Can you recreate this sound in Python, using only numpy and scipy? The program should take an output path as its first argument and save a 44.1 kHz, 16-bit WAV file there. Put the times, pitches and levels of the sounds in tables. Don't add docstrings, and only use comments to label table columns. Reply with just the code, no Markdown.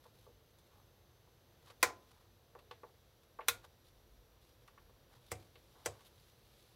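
import sys
import numpy as np
from scipy import signal
from scipy.fft import rfft, irfft, next_fast_len
from scipy.io import wavfile
from scipy.ndimage import uniform_filter1d

SR = 44100
rng = np.random.default_rng(int(sys.argv[2]) if len(sys.argv) > 2 else 0)


def elevation(decibels):
    levels = np.asarray(decibels, float)
    return 10 ** (levels / 20)


def file_out(sig):
    cols = np.atleast_2d(sig).T
    lim = np.clip(cols, -1, 1)
    pcm = np.round(lim * 32767).astype(np.int16)
    wavfile.write(sys.argv[1], SR, pcm)


N = 297895

# f/Hz, density/(dB per Hz)
RUB = [(300, -22.5), (1000, -4), (2500, -3), (3800, 3), (6500, -7.5), (8800, -9.5), (11000, -5),
       (15500, -14.5), (16200, -34)]


def curve(hz, table, column=1):
    table = np.array(table, float)
    return np.interp(np.log(np.maximum(hz, 1)), np.log(table[:, 0]), table[:, column])


def unit(x):
    return x / np.sqrt(np.mean(x ** 2))


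def coloured(table, size):
    hz = np.arange(size // 2 + 1) * SR / size
    white = rfft(rng.standard_normal(size))
    return unit(irfft(white * elevation(curve(hz, table)), size))


def steady_noise(table):
    return coloured(table, next_fast_len(N))[:N]


def walk(rate):
    k = int(SR / rate)
    held = np.repeat(rng.standard_normal(N // k + 1), k)[:N]
    return unit(uniform_filter1d(uniform_filter1d(held, k), k))


def fade(t, t60):
    return elevation(-60 * t / t60)


def modes(table, t, rise_s, spread=1):
    hz, db, t60 = np.array(table, float).T[:, :, None]
    phase = 2 * np.pi * (hz * t + spread * rng.random((len(hz), 1)))
    ringing = elevation(db) * fade(t, np.clip(t60, .02, .33)) * np.sin(phase)
    return ringing.sum(0) * (1 - np.exp(-t / rise_s))


def clatter(colour, t, share, echo_db):
    # f/Hz, ring t60/s, room t60/s, room level/dB
    decays = [(200, 0.067, 0.53, -4.5), (500, 0.082, 0.41, -11.5), (980, 0.05, 0.24, -13.5),
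              (2000, 0.055, 0.21, -14), (5030, 0.06, 0.21, -12.5), (12000, 0.042, 0.14, -12.5)]
    bands_hz = 130 * 2 ** (np.arange(15) / 2)
    hz = np.arange(len(t) // 2 + 1) * SR / len(t)
    place = 2 * np.log2(np.maximum(hz, 1) / bands_hz[:, None])
    bands = irfft(rfft(coloured(colour, len(t))) * np.clip(1 - abs(place), 0, 1), len(t))
    ring_t60, room_t60, room_db = (curve(bands_hz, decays, column=c)[:, None] for c in (1, 2, 3))
    rise = 1 - np.exp(-t * bands_hz[:, None] / 1.3)
    room = elevation(room_db + echo_db) * fade(t, room_t60) * (1 - np.exp(-t / 0.024))
    return (bands * rise * (fade(t, share * ring_t60) + room)).sum(0)


def add(out, x, s):
    i = int(s * SR)
    out[i:i + len(x)] += x[:len(out) - i]


def room_air():
    # f/Hz, density/(dB per Hz)
    air_colour = [(40, -27), (75, 4), (125, 3), (155, -5.5), (300, -10), (390, -8.5), (480, -4.5),
                  (630, -10.5), (2500, -21.5), (3800, -18), (6300, -26.5), (8800, -32.5), (12000, -25),
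                  (15800, -28.5)]
    return elevation(-68 + 0.35 * walk(3.9)) * steady_noise(air_colour)


def rumble():
    # f/Hz, density/(dB per Hz)
    rumble_colour = [(20, -23.5), (33, -10.5), (45, 2.5), (58, 1.5), (75, -13), (100, -46)]
    swells = [
        (.28, 0.23, -73),
        (.85, .4, -81),
        (1.3, 0.37, -80),
        (1.852, 0.32, -75.5),
        (2.35, 0.92, -79),
        (3.6, .4, -74),
        (4.12, 0.93, -70.5),
        (4.852, 0.71, -73),
        (5.7, 0.27, -76),
        (6.6, .4, -77.5),
    ]
    t = np.arange(N) / SR
    swell = 0
    for centre, length, db in swells:
        swell = swell + elevation(db) * np.cos(np.pi * np.clip((t - centre) / length, -.5, .5)) ** 2
    return (elevation(-78.5 + 1.5 * walk(3.2)) + swell) * steady_noise(rumble_colour)


def stir():
    return elevation(-84 + 4.5 * walk(2.5)) * steady_noise(RUB)


def hum():
    return elevation(-84) * steady_noise([(325, -38.5), (336, -1.5), (352, 0.5), (363, -40.5)])


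def supply_whines():
    # t/s, f/Hz
    whine_path = [(0, 6130), (1.5, 6100), (2.1, 6040), (3.3, 5870), (4.5, 5830), (5.8, 5860), (5.95, 5830),
                  (6.1, 6000), (6.75, 6060)]
    lower_hz = np.interp(np.arange(N) / SR, *np.transpose(whine_path)) + 20 * walk(100)
    upper_hz = 11650 + 45 * walk(200)
    lower = elevation(-86 + 1.6 * walk(70)) * np.sin(2 * np.pi * np.cumsum(lower_hz) / SR)
    upper = elevation(-86.5 + 2.5 * walk(70)) * np.sin(2 * np.pi * np.cumsum(upper_hz) / SR)
    return lower + upper


def slides(out):
    strokes = [(.0, 0.12, -74.5, 9), (0.124, 0.16, -74.5, -20), (0.699, 0.13, -75, 21),
               (1.616, 0.077, -73, 11), (1.679, 0.048, -64, 14), (2.068, 0.069, -77.5, 1.1),
               (1.929, .36, -77, 17), (3.63, 0.036, -67, 16), (3.842, 0.06, -72.5, -6.5),
               (4.406, 0.16, -75, -0.5), (4.599, 0.045, -78, -2.5), (5.094, 0.1, -73, 14),
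               (5.199, 0.29, -72.5, 2), (5.719, 0.29, -71, 24), (5.895, 0.13, -77, 12),
               (5.988, 0.085, -72, -1), (6.045, 0.047, -68, -25), (6.049, 0.047, -78, 22),
               (6.119, 0.22, -75.5, -7), (6.448, 0.29, -77, -7.5)]
    grip_dulls = 0.13
    grain = elevation(3.3 * walk(250))
    for s, length, db, low_db in strokes:
        size = int(length * SR)
        colour = [(hz, level + low_db * (hz < 2000) - grip_dulls * low_db * (hz > 9000))
                  for hz, level in RUB]
        hiss = grain[int(s * SR):][:size] * coloured(colour, 16384)[:size]
        add(out, elevation(db) * np.hanning(size) ** 0.25 * hiss, s)


def knocks(out, t):
    # t/s, peak level/dB, part struck (0 case, 1 panel, 2 knob, 3 nail), focus/(dB per part squared)
    touches = [(0.054, -61, 0.45, 16), (0.266, -57.5, .1, 22), (0.507, -75, 2.9, 5), (0.586, -65.5, 2.7, 8),
               (0.667, -71, 2.8, 4), (1.273, -71, .05, 6), (1.671, -63, 1.4, 2.5), (1.7, -59.5, 1.05, 4.5),
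               (2.552, -52, 0.28, 13), (2.589, -61.5, 1.65, 5), (2.711, -50, 1.2, 4.5),
               (2.8335, -51.5, 0.34, 11), (2.89, -67.5, .1, 9), (3.233, -69, 2.5, 4),
               (3.389, -43, 0.53, 19), (3.408, -49.5, 1.22, 22.5), (3.641, -59, 0.64, 10),
               (4.677, -62.5, 2.34, 2.5), (4.68, -60, 1.05, 19), (4.777, -62, 1.03, 22),
               (5.557, -63, .05, 20), (4.895, -68, .05, 5), (5.556, -58, 1.73, 16), (5.759, -70, .45, 7),
               (5.952, -70, .1, 3), (5.992, -68, 1.4, 4), (6.007, -65, 1.8, 2)]
    # f/Hz, level/dB, t60/s
    case_modes = np.array([(356, -10, 0.18), (420, -3.5, 0.11), (486, 3, 0.11), (625, -9, 0.1),
                           (782, -8, 0.09), (883, -5, 0.11), (1014, -3.5, .08), (1130, 6, 0.045),
                           (1480, -5.5, 0.042), (1770, -7, 0.032), (2154, -8, 0.039), (2624, -3, .03),
                           (3500, -4, 0.038), (4290, -3, .03)])
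    case_hz, part_octaves = 516, 1.4
    rattle_db = -45
    mode_part = np.log2(case_modes[:, 0] / case_hz) / part_octaves
    for s, db, part, focus_db in touches:
        answer_db = np.maximum(-focus_db * (np.arange(4) - part) ** 2, rattle_db)
        case_db, panel_db, knob_db, tick_db = answer_db
        between_db = -focus_db * (1.5 - part) ** 2
        colour = [(200, case_db - 33), (450, case_db - 5), (1350, panel_db - 8), (2300, between_db - 9),
                  (3800, knob_db - 9.5), (5500, (knob_db + tick_db) / 2 - 14.5), (7500, tick_db - 17),
                  (10500, tick_db - 14), (15800, tick_db - 20)]
        contact = coloured(colour, len(t)) * fade(t, 0.0053)
        tick = elevation(-1) * clatter(colour, t, 1.1, 5) + elevation(-3) * contact
        mode_db = np.maximum(-focus_db * (mode_part - part) ** 2, rattle_db) + 1
        mode_db = mode_db + 2.5 * rng.standard_normal(len(case_modes))
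        struck = case_modes + mode_db[:, None] * [0, 1, 0]
        ring = modes(struck, t, rise_s=0.0011, spread=.3)
        add(out, elevation(db) * (tick * elevation(max(answer_db)) + ring), s - .0002)


def snaps(out, t):
    snap_s = [
        1.8279,
        3.4835,
        5.3168,
        5.8588,
    ]
    strengths = [
        (-15.3, -66.5, 0.029, -43.5, 1.06),
        (-19, -54.5, 0.0085, -46, 1.01),
        (-32, -54, 0.0061, -35.5, 0.85),
        (-29.5, -55, 0.01, -38.5, 1.05),
    ]
    # f/Hz, density/(dB per Hz)
    colours = [
        [(150, -30.5), (425, -11), (1010, -2.5), (1280, -5.5), (2400, -5), (2760, -17.5), (3560, -15),
         (6300, -13), (15300, -21), (16500, -29.5)],
        [(88, -43.5), (150, -21), (1440, 3.5), (1900, 0.5), (2450, 6.5), (2920, -7), (3560, 4.5), (4870, -4.5),
         (13600, 0), (16500, -13)],
        [(88, -13), (150, -5), (250, -12), (508, -4.5), (1690, -12.5), (2050, -9.5), (4000, -23.5),
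         (8130, -13.5), (14100, -27), (16500, -26)],
        [(150, -8), (271, -22), (498, -2), (738, -10.5), (1120, -9), (1820, -11), (4200, -19), (7660, -12.5),
         (15300, -28), (16500, -44)],
    ]
    # delay/s, level/dB
    bounces = [
        [(.0023, -1.5), (.0042, 0.5)],
        [(.0003, 1.5), (.0013, -2.5), (.005, -7)],
        [(.0035, -18), (.006, -1)],
        [(.0022, 1), (.0065, 1.5)],
    ]
    # f/Hz, level/dB, t60/s
    wide_case = [(360, -12.5, .14), (420, -7, .09), (483, -8.5, 0.15), (620, -11.5, 0.063),
                 (742, -16, 0.23), (932, -5.5, 0.063), (1021.3, -13, 0.36), (1033, 6.5, .045),
                 (1168, -1.9, 0.077)]
    wide_shaft = [(1400, -16, 0.24), (1480, -5, 0.089), (1656, -9.5, 0.067), (1913, -5.5, 0.036),
                  (2090, 4, .05), (2412, 5, 0.05), (3465, -8.5, .05), (3884, -11, .07), (6390, -2, 0.035)]
    bright_ring = [(475, -10.5, 0.16), (1050, -2, .06), (1130, -1.5, .045), (1275, -2, 0.042),
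                   (1407, -0.5, 0.067), (1424, -10.5, 0.21), (2100, -7, 0.094), (2530, 0, 0.065),
                   (3500, 1.5, 0.046), (3614, -9, 0.087), (3940, -3.5, 0.08), (6040, 4, 0.031),
                   (10600, -25, .05)]
    soft_ring = [(478, 1, 0.14), (565, -10, 0.066), (743, -9.5, 0.28), (910, -12, .06), (1180, -10.5, 0.13),
                 (1550, -15, .08), (2110, -3, 0.075), (2363, -18.5, 0.25), (5200, -7, 0.062),
                 (8200, -6, 0.045), (14000, -1, .03)]
    dull_ring = [(478, 3, 0.11), (673, -4.5, 0.16), (745, -8.5, 0.2), (1080, -11, 0.16), (1710, -3, 0.057),
                 (1964, -1.5, 0.061), (2360, -10, 0.11), (4050, -21, 0.052), (6000, 6.5, 0.027),
                 (7800, -2.5, 0.085), (8900, 3, 0.041)]
    rings = [wide_case + wide_shaft, bright_ring, soft_ring, dull_ring]
    table_modes = [(101, -5.5, .3), (131, -9, 0.19), (75, -6.5, .2)]
    thin = signal.butter(2, 260, "high", fs=SR, output="sos")
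    for s, strength, colour, ring, rebounds in zip(snap_s, strengths, colours, rings, bounces):
        db, creep_db, lead, thump_db, share = strength
        blow = elevation(-3.5) * clatter(colour, t, share, echo_db=-0.1)
        blow += elevation(-11) * modes(ring, t, rise_s=0.0012)
        for delay, blow_db in [(0.0009, 0)] + rebounds:
            contact = coloured(colour, 2048) * fade(t[:2048], 0.0032)
            add(blow, elevation(blow_db - 3) * contact, delay)
        add(out, elevation(db) * signal.sosfilt(thin, blow), s)
        creep = coloured(RUB, len(t)) * (t < lead) * np.sqrt(t / lead)
        add(out, elevation(creep_db) * creep, s - lead)
        add(out, elevation(thump_db) * modes(table_modes, t, rise_s=0.022), s)


def scene():
    out = room_air() + rumble() + stir() + hum() + supply_whines()
    t = np.arange(13500) / SR
    slides(out)
    knocks(out, t[:8192])
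    snaps(out, t)
    return out[None]


def top_cut(x):
    return signal.sosfilt(signal.butter(12, 16810, fs=SR, output="sos"), x)


def record(dry):
    hz = np.arange(N // 2 + 1) * SR / N
    top = irfft(rfft(dry) * np.clip((hz - 15700) / 300, 0, 1), N)
    loud = uniform_filter1d(top ** 2, size=256) > elevation(2 * -72)
    gated = top * uniform_filter1d(1. * loud, size=128)
    kept = irfft(rfft(gated) * np.clip((16800 - hz) / 900, 0, 1), N)
    return top_cut(dry - top + kept)


dry = scene()
out = record(dry)
file_out(out)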